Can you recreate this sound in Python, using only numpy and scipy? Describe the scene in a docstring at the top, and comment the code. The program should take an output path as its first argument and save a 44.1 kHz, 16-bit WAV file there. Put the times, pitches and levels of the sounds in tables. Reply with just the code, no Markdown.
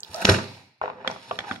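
"""A small, hard room; a pair of microphones close to a table where a cardboard box is forced open.
Hands rub the card, fibres tick and the lid creaks as it sticks and slips. A quarter second in, it
rips free and buckles, the box thumps the tabletop and a sleeve swishes past. From 0.8 s a hand tool
rattles on the table, a little to the left, while the loose flap is rubbed and bent, snapping a few times."""
import sys
import numpy as np
from scipy import signal
from scipy.fft import rfft, irfft
from scipy.io import wavfile
from scipy.ndimage import map_coordinates

SR = 44100
rng = np.random.default_rng(int(sys.argv[2]) if len(sys.argv) > 2 else 0)


def output_pcm(signal):
    """Save a mono or channel-first signal as 16-bit PCM at the path in sys.argv[1].

    Samples are clipped to [-1, 1] before scaling.
    """
    pcm = np.clip(np.atleast_2d(signal).T, -1, 1) * 32767
    wavfile.write(sys.argv[1], SR, np.round(pcm).astype(np.int16))


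N = 70560  # 1.6 s

# hiss of a hand sliding on card, scrape of the box, rumble of hands leaning on it: time_s, level_db
HISS_LEVEL = [(0, -91), (.06, -58.5), (.15, -49), (.235, -43), (.3, -34.5), (.78, -86), (.95, -96),
              (1.07, -86), (1.105, -48.5), (1.16, -58.5), (1.25, -53.5), (1.36, -53), (1.44, -61),
              (1.49, -50.5), (1.56, -52), (1.6, -68)]
SCRAPE_LEVEL = [(0, -68), (.13, -55), (.22, -41), (.3, -50), (.6, -57), (.8, -83), (.83, -38), (.94, -56),
                (1.02, -51), (1.055, -44), (1.12, -48), (1.22, -61.5), (1.3, -53), (1.41, -47), (1.44, -47),
                (1.53, -39), (1.6, -107)]
RUMBLE_LEVEL = [(0, -64), (.08, -66), (.11, -59), (.2, -58), (.5, -53.5), (.78, -79.5), (.83, -53.5),
                (.97, -59.5), (1.1, -48), (1.24, -61.5), (1.29, -50.5), (1.42, -54), (1.6, -54)]
# spectra of that hiss, scrape and rumble: frequency_hz, gain_db
HISS_COLOUR = [(150, -17), (1000, 5.5), (1900, -2.5), (2400, 0.5), (2900, -0.5), (3400, 2), (5000, -0.5),
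               (7500, -13), (11000, -14.5), (15000, -35)]
SCRAPE_COLOUR = [(50, -36), (200, -15.5), (330, -3.5), (440, 1.5), (900, 4), (1400, -6.5), (2000, -7.5),
                 (5000, -23.5), (15000, -62.5)]
RUMBLE_COLOUR = [(40, -17), (75, -17), (105, -2.5), (150, 1.5), (190, -6), (270, -3), (450, -25.5),
                 (2000, -62.5)]
# single fibres snapping: start_s, level_db, pitch_hz
FIBRES = [(.005, -24, 6290), (0.0328, -15, 4650), (0.0476, -23, 3900), (0.1444, -16, 5180),
          (0.152, -38.5, 4540), (0.161, -21, 5000), (0.2059, -24.5, 5000), (1.113, -27, 5050)]
# gritty crackle along the tear: time_s, level_db
GRIT_LEVEL = [(.07, -69.5), (.15, -49), (.2, -54.5), (.225, -39.5), (.237, -56.5), (.272, -49),
              (.294, -45.5), (.36, -62.5), (.42, -88.5)]
# spectrum of the grit: frequency_hz, gain_db
GRIT_COLOUR = [(500, -17), (1500, -2.5), (5000, -2), (9000, -0.5), (15000, -6.5)]
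# blows of the box on the table: start_s, level_db, contact_s
THUMPS = [(0.095, -38.5, 0.0022), (0.2468, -33, 0.00077), (0.2878, -8.5, 0.00087), (0.2938, -5.5, 0.0039),
          (0.812, -42, 0.0027), (1.079, -45, 0.004), (1.391, -55, 0.00045), (1.52, -41, 0.0034)]
# box and tabletop ringing together: pitch_hz, level_db, t60_s
TABLE_MODES = [(98.3, -8, 0.24), (126.2, -18, 0.38), (169.9, -20.5, 0.33), (262, -13.5, 0.034),
               (359, -6.5, 0.06), (399.5, -13, 0.13), (502, -8, 0.035), (630, -14, 0.18), (1443, -8, 0.15)]
# creaks of card on card: start_s, length_s, first_pitch_hz, last_pitch_hz, level_db
CREAKS = [(0.143, 0.021, 657, 662, -30), (0.163, 0.013, 702, 636, -30), (0.174, 0.022, 713, 625, -28.5),
          (0.205, 0.016, 673, 746, -27.5), (.955, 0.064, 521, 511, -47.5), (1.003, 0.022, 508, 500, -44),
          (1.053, 0.0343, 560.2, 510.5, -35), (1.467, 0.039, 859, 767, -39),
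          (1.488, 0.027, 773.7, 802, -33)]
# rips of the lid: start_s, level_db, decay_s, treble_edge_hz, resonance_hz
RIPS = [(0.218, -24, 0.006, 4100, 1500), (0.2479, -17.5, 0.0029, 5020, 4540),
        (0.2519, -10, 0.0023, 4160, 2606), (0.269, -25, 0.005, 4940, 1230), (0.276, -23, 0.016, 2990, 1300),
        (0.2898, -11, 0.0038, 2000, 1420), (0.294, -10.5, 0.0042, 7560, 4460),
        (0.2993, -22.5, 0.028, 4000, 1240), (0.318, -21, 0.0078, 7020, 6700),
        (0.34, -23.5, 0.017, 5030, 2700), (0.386, -31.5, 0.022, 2920, 1320),
        (0.456, -42.5, 0.0024, 2500, 1400)]
# spectrum of tearing card: frequency_hz, gain_db
RIP_COLOUR = [(60, -25), (190, 4.5), (500, 0.5), (900, -3), (1350, -2), (1850, -5.5), (2500, -6.5),
              (3300, -8), (4000, -9.5), (5000, -10.5), (8000, -16.5), (10500, -17.5), (15000, -33.5)]
# patches of card buckling, and some further ringing of the tool after its knocks: start_s, level_db, pitch_hz,
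# t60_s
POPS = [(0.2471, -14, 210, 0.023), (0.2526, -4.5, 2420, 0.0054), (.8142, -22.5, 1060, 0.013),
        (1.311, -21.5, 695, 0.037), (1.3104, -29.5, 1158, 0.063), (1.3115, -11, 2900, 0.0026),
        (1.3884, -32, 1800, 0.014), (1.445, -34, 1260, 0.024), (1.512, -6.5, 1320, 0.0038)]
# knocks of the tool on the table: start_s, level_db, tilt_db_per_octave
TOOL_KNOCKS = [(.8142, -19, 10), (.819, -24.5, 7), (.8378, -20, -12), (.8432, -36, 11), (.8573, -22.5, 9),
               (.8625, -39, 5), (.8785, -23.5, 10), (.8995, -28, 14), (.917, -47, 17), (.985, -53, -26),
               (1.004, -43, 10), (1.047, -24, 6), (1.0992, -25, 1), (1.113, -33.5, 13), (1.161, -32.5, 8),
               (1.3103, -20, 8.5), (1.3125, -34.5, -15), (1.330, -33, -4), (1.444, -44.5, 17)]
# ring of the tool against the table: pitch_hz, level_db, t60_s
TOOL_MODES = [(418.8, -16.5, 0.31), (505, -7, 0.12), (543, -8.5, 0.086), (642, -6.5, 0.067),
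              (825, -1, 0.0059), (958, -15.5, 0.015), (1110, -2, 0.01), (1395, -29, 0.043),
              (2560, -15.5, 0.0035), (3440, -31, .007), (3860, -36, 0.0081)]
# snaps of the bending flap: start_s, level_db, tilt_db_per_octave
FLAP_SNAPS = [(1.076, -12.5, 3.5), (1.0795, -27.5, -1.5), (1.3892, -18, 5.5), (1.405, -28, 0.5),
              (1.5118, -22.5, -5), (1.5208, -30.5, 5.5), (1.5605, -30.5, 1.5)]
# ring of the flap: pitch_hz, level_db, t60_s
FLAP_MODES = [(266, -16, 0.033), (798, -14.5, 0.1), (1450, -14.5, 0.0098), (1970, -5.5, 0.0076),
              (2280, -4.5, 0.009), (3353, -2, 0.0093), (3960, -14, 0.0053), (5220, -12, 0.0016),
              (8400, -36, 0.0045)]
# reverberation of the room: band_hz, level_db, t60_s
ROOM_BANDS = [(62, 1.5, 0.043), (132, -8, 0.47), (300, -2, 0.38), (720, -8.5, 0.42), (1483, -8.5, 0.33),
              (2470, -10.5, 0.87), (3100, -14.5, 0.66), (4320, -8, 0.74), (7000, -3, 0.26),
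              (14000, -3.5, 0.12)]
# spectrum of the room tone: frequency_hz, gain_db
ROOM_TONE = [(25, -17.5), (110, -6), (500, -14.5), (1500, 4), (2700, -11.5), (5000, -24.5),
             (9000, -41), (15000, -39)]
# places as the microphones hear them: left_over_right_db, left_delay_s, reflections_db
BOX_AT, TABLE_AT, TOOL_AT = (-1.7, -0.000031, 0.8), (-.3, 0, 0.87), (0.55, 0.00021, -0.86)
FLAP_AT, FIBRE_AT = (-2, 0.000097, 0), (-6, .0001, -7.5)


def undb(db):
    """Decibels to gain."""
    return 10 ** (np.asarray(db) / 20)


def unit(x):
    """Scale to rms 1."""
    return x / np.sqrt(np.mean(x ** 2))


def since(start):
    """Seconds since a moment, zero before it."""
    return np.maximum(np.arange(N) / SR - start, 0)


def fade(start, decay_s):
    """Sudden onset and exponential decay."""
    age = since(start)
    return (age > 0) * np.exp(-age / decay_s)


def curve(points):
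    """Gain along (time_s, level_db) points."""
    return undb(np.interp(since(0), *np.array(points).T))


def colour(x, points):
    """Causal filter through (frequency_hz, gain_db) points; white noise keeps its level."""
    hz, db = np.array(points).T
    bins_hz = np.arange(2049) * SR / 4096 + 1
    gain = unit(undb(np.interp(np.log(bins_hz), np.log(hz), db)))
    cepstrum = irfft(np.log(gain))
    cepstrum[1:2048] *= 2  # fold to minimum phase
    cepstrum[2049:] = 0
    return signal.fftconvolve(x, irfft(np.exp(rfft(cepstrum))))[:len(x)]


def filtered(x, kind, hz, order=2):
    """Butterworth low-, high- or band-pass."""
    return signal.sosfilt(signal.butter(order, hz, kind, fs=SR, output="sos"), x + 1e-18)


def walk(rate_hz):
    """Random wander with a spread near 1."""
    return np.interp(since(0) * rate_hz, np.arange(N), rng.standard_normal(N))


def crackle(grain):
    """Noise broken into tiny grains of uneven strength."""
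    return unit(rng.standard_normal(N) * np.exp(np.clip(grain * walk(1500), -2, 2)))


def ring(modes, tilt_db=0):
    """Damped modes after one blow; a harder blow tilts them towards the treble."""
    t = np.arange(N // 3) / SR
    pitches, levels, _ = np.array(modes).T
    centre_hz = np.exp(np.average(np.log(pitches), weights=undb(levels)))
    out = 0
    for hz, db, t60 in modes:
        gain = undb(db + tilt_db * np.log2(hz / centre_hz))
        out += gain * np.sin(2 * np.pi * hz * t) * np.exp(-np.log(1000) * t / t60)
    return out


def strikes(events, modes, clatter_db, clatter_s):
    """Each contact is one push and a brief clatter, both ringing the object."""
    out = np.zeros(N)
    for start, db, tilt_db in events:
        force = undb(clatter_db) * rng.standard_normal(N) * fade(start, clatter_s)
        force[int(start * SR)] += 1
        out += undb(db) * signal.fftconvolve(force, ring(modes, tilt_db))[:N]
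    return out


def rubbing(flutter_db=2):
    """Grainy friction: a hiss from the card's surface, a scrape from its walls and a low rumble."""
    layers = [(HISS_LEVEL, HISS_COLOUR), (SCRAPE_LEVEL, SCRAPE_COLOUR), (RUMBLE_LEVEL, RUMBLE_COLOUR)]
    out = np.zeros(N)
    for level, spectrum in layers:
        friction = crackle(grain=.35) * curve(level) * undb(flutter_db * walk(73))
        out += colour(friction, spectrum)
    return out


def fibres(band_ratio=1.215, crack_db=-24.5):
    """Crisp ticks of fibres giving way: a millisecond of cracking, strongest around one pitch."""
    out = np.zeros(N)
    for start, db, hz in FIBRES:
        crack = rng.standard_normal(N) * fade(start, decay_s=.0006)
        tick = filtered(crack, "band", (hz / band_ratio, hz * band_ratio))
        out += undb(db) * 2 * (tick + undb(crack_db) * crack)
    return out


def grit(clicks_per_s=900, scatter_db=5):
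    """Sparse, bright clicks of single fibres parting along the tear."""
    clicks = (rng.random(N) < clicks_per_s / SR) * rng.choice([-1, 1], N)
    strength = undb(scatter_db * np.clip(rng.standard_normal(N), -2, 2))
    return colour(unit(clicks * strength) * curve(GRIT_LEVEL), GRIT_COLOUR)


def thumps():
    """The box pushes on the tabletop; a longer contact gives a duller boom."""
    force = np.zeros(N)
    for start, db, contact_s in THUMPS:
        push = np.sin(np.pi * np.minimum(since(start) / contact_s, 1)) ** 2
        force -= undb(db) * push / push.sum()
    return signal.fftconvolve(force, ring(TABLE_MODES))[:N]


def creaks(jitter=.05, overtone_step_db=-13.5, rough_db=2, edge_s=0.0056):
    """Card sticks and slips on card at an unsteady rate."""
    out = np.zeros(N)
    for start, length, first_hz, last_hz, db in CREAKS:
        age = since(start)
        slip_hz = np.interp(age, [0, length], [first_hz, last_hz]) * (1 + jitter * walk(500))
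        phase = 2 * np.pi * np.cumsum(slip_hz * (age > 0)) / SR
        wave = sum(undb(overtone_step_db * k) * np.sin((k + 1) * phase) for k in range(4))
        gate = np.clip(np.minimum(age, length - age) / edge_s, 0, 1)
        out += undb(db + rough_db * walk(400)) * wave * gate
    return out


def rips(resonance_db=1.5):
    """The lid tears in quick bursts of breaking fibres, each ringing the piece of card that comes free."""
    out = np.zeros(N)
    for start, db, decay_s, edge_hz, ring_hz in RIPS:
        burst = filtered(crackle(grain=.4) * fade(start, decay_s), "low", edge_hz, order=1)
        resonance = signal.lfilter(*signal.iirpeak(ring_hz, Q=4.37, fs=SR), burst)
        out += undb(db) * (burst + undb(resonance_db) * resonance)
    return colour(out, RIP_COLOUR)


def pops(rise_s=0.0004):
    """A short ring at one pitch: a patch of card buckling at a pitch set by its size, or the tool ringing on
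    after a knock."""
    out = np.zeros(N)
    for start, db, hz, t60 in POPS:
        age = since(start)
        envelope = (1 - np.exp(-age / rise_s)) * fade(start, t60 / np.log(1000))
        out -= undb(db) * envelope * np.sin(2 * np.pi * hz * age)
    return out


def sleeve(peak_s=0.5, width_s=.13, centre_hz=4000, level_db=-60):
    """Cloth brushes past in one soft, high swell as the arm swings away."""
    swell = np.exp(-((since(0) - peak_s) / width_s) ** 2)
    cloth = signal.lfilter(*signal.iirpeak(centre_hz, Q=1.5, fs=SR), rng.standard_normal(N))
    return undb(level_db) * swell * unit(cloth)


def tool_rattle():
    """The tool knocks and rings against the table; being small, it radiates little bass."""
    knocks = strikes(TOOL_KNOCKS, TOOL_MODES, clatter_db=-31, clatter_s=.007)
    return filtered(knocks, "band", (654, 1940))


def flap_snaps():
    """The loose flap snaps as it bends, and the card rings briefly."""
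    snaps = strikes(FLAP_SNAPS, FLAP_MODES, clatter_db=-33, clatter_s=.004)
    return filtered(snaps, "band", (97, 5400))


def room_tail(delay_s=0.0062, shared_below_hz=480):
    """The room's echo, each band with its own decay; both microphones get nearly the same bass."""
    hz = np.arange(N // 2 + 1) * SR / N + 1
    likeness = 1 / (1 + (hz / shared_below_hz) ** 2)
    mid, side = rfft(rng.standard_normal((2, N)))
    mid, side = mid * np.sqrt(1 + likeness), side * np.sqrt(1 - likeness)
    pair = np.array([mid + side, mid - side]) / np.sqrt(2)
    centres_hz = [row[0] for row in ROOM_BANDS]
    tail = 0
    for share, (_, db, t60) in zip(np.eye(len(ROOM_BANDS)), ROOM_BANDS):
        band = np.interp(np.log(hz), np.log(centres_hz), share)
        decay_s = t60 / np.log(1000)
        envelope = fade(delay_s, decay_s) * np.sqrt(2 / (decay_s * SR))  # unit energy
        tail += undb(db) * irfft(pair * band, N) * envelope
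    return tail


def early_reflections(delay_s=0.00061, level_db=-2.5):
    """A few milliseconds of scatter off the table, arms and box, different at each microphone."""
    scatter = rng.standard_normal((2, N)) * fade(delay_s, decay_s=0.0018)
    scatter = filtered(scatter, "band", (974, 10500))
    return undb(level_db) * scatter / np.linalg.norm(scatter, axis=1, keepdims=True)


def place(x, where, tail):
    """Direct sound on the two microphones plus the room's answer."""
    pan_db, lag_s, reflections_db = where
    left = map_coordinates(x, [np.arange(N) - lag_s * SR], mode="nearest")
    reflected = signal.fftconvolve(x[None], tail + early_reflections(), axes=1)[:, :N]
    balance = undb([[pan_db / 2], [-pan_db / 2]])
    return (np.array([left, x]) + undb(reflections_db) * reflected) * balance


def scene():
    """Table near the centre, card to the right, tool a little to the left, over faint room tone."""
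    tail = room_tail()
    tool, flap = tool_rattle(), flap_snaps()
    room_tone = undb(-78) * np.array([colour(rng.standard_normal(N), ROOM_TONE) for _ in range(2)])
    return (place(rips() + creaks() + rubbing() + sleeve(), BOX_AT, tail)
            + place(thumps(), TABLE_AT, tail)
            + place(tool, TOOL_AT, tail)
            + place(flap + pops(), FLAP_AT, tail)
            + place(fibres() + grit(), FIBRE_AT, tail)
            + room_tone)


def record(dry):
    """The recorder cuts the deep bass, rounds the highest peaks and cuts the top."""
    low_cut_hz, ceiling, top_hz = 66, .9, 15800
    thin = filtered(dry, "high", low_cut_hz)
    rounded = thin / (1 + (thin / ceiling) ** 6) ** (1 / 6)
    return signal.sosfilt(signal.ellip(8, .2, 70, top_hz, fs=SR, output="sos"), rounded)


dry = scene()
out = record(dry)
output_pcm(out)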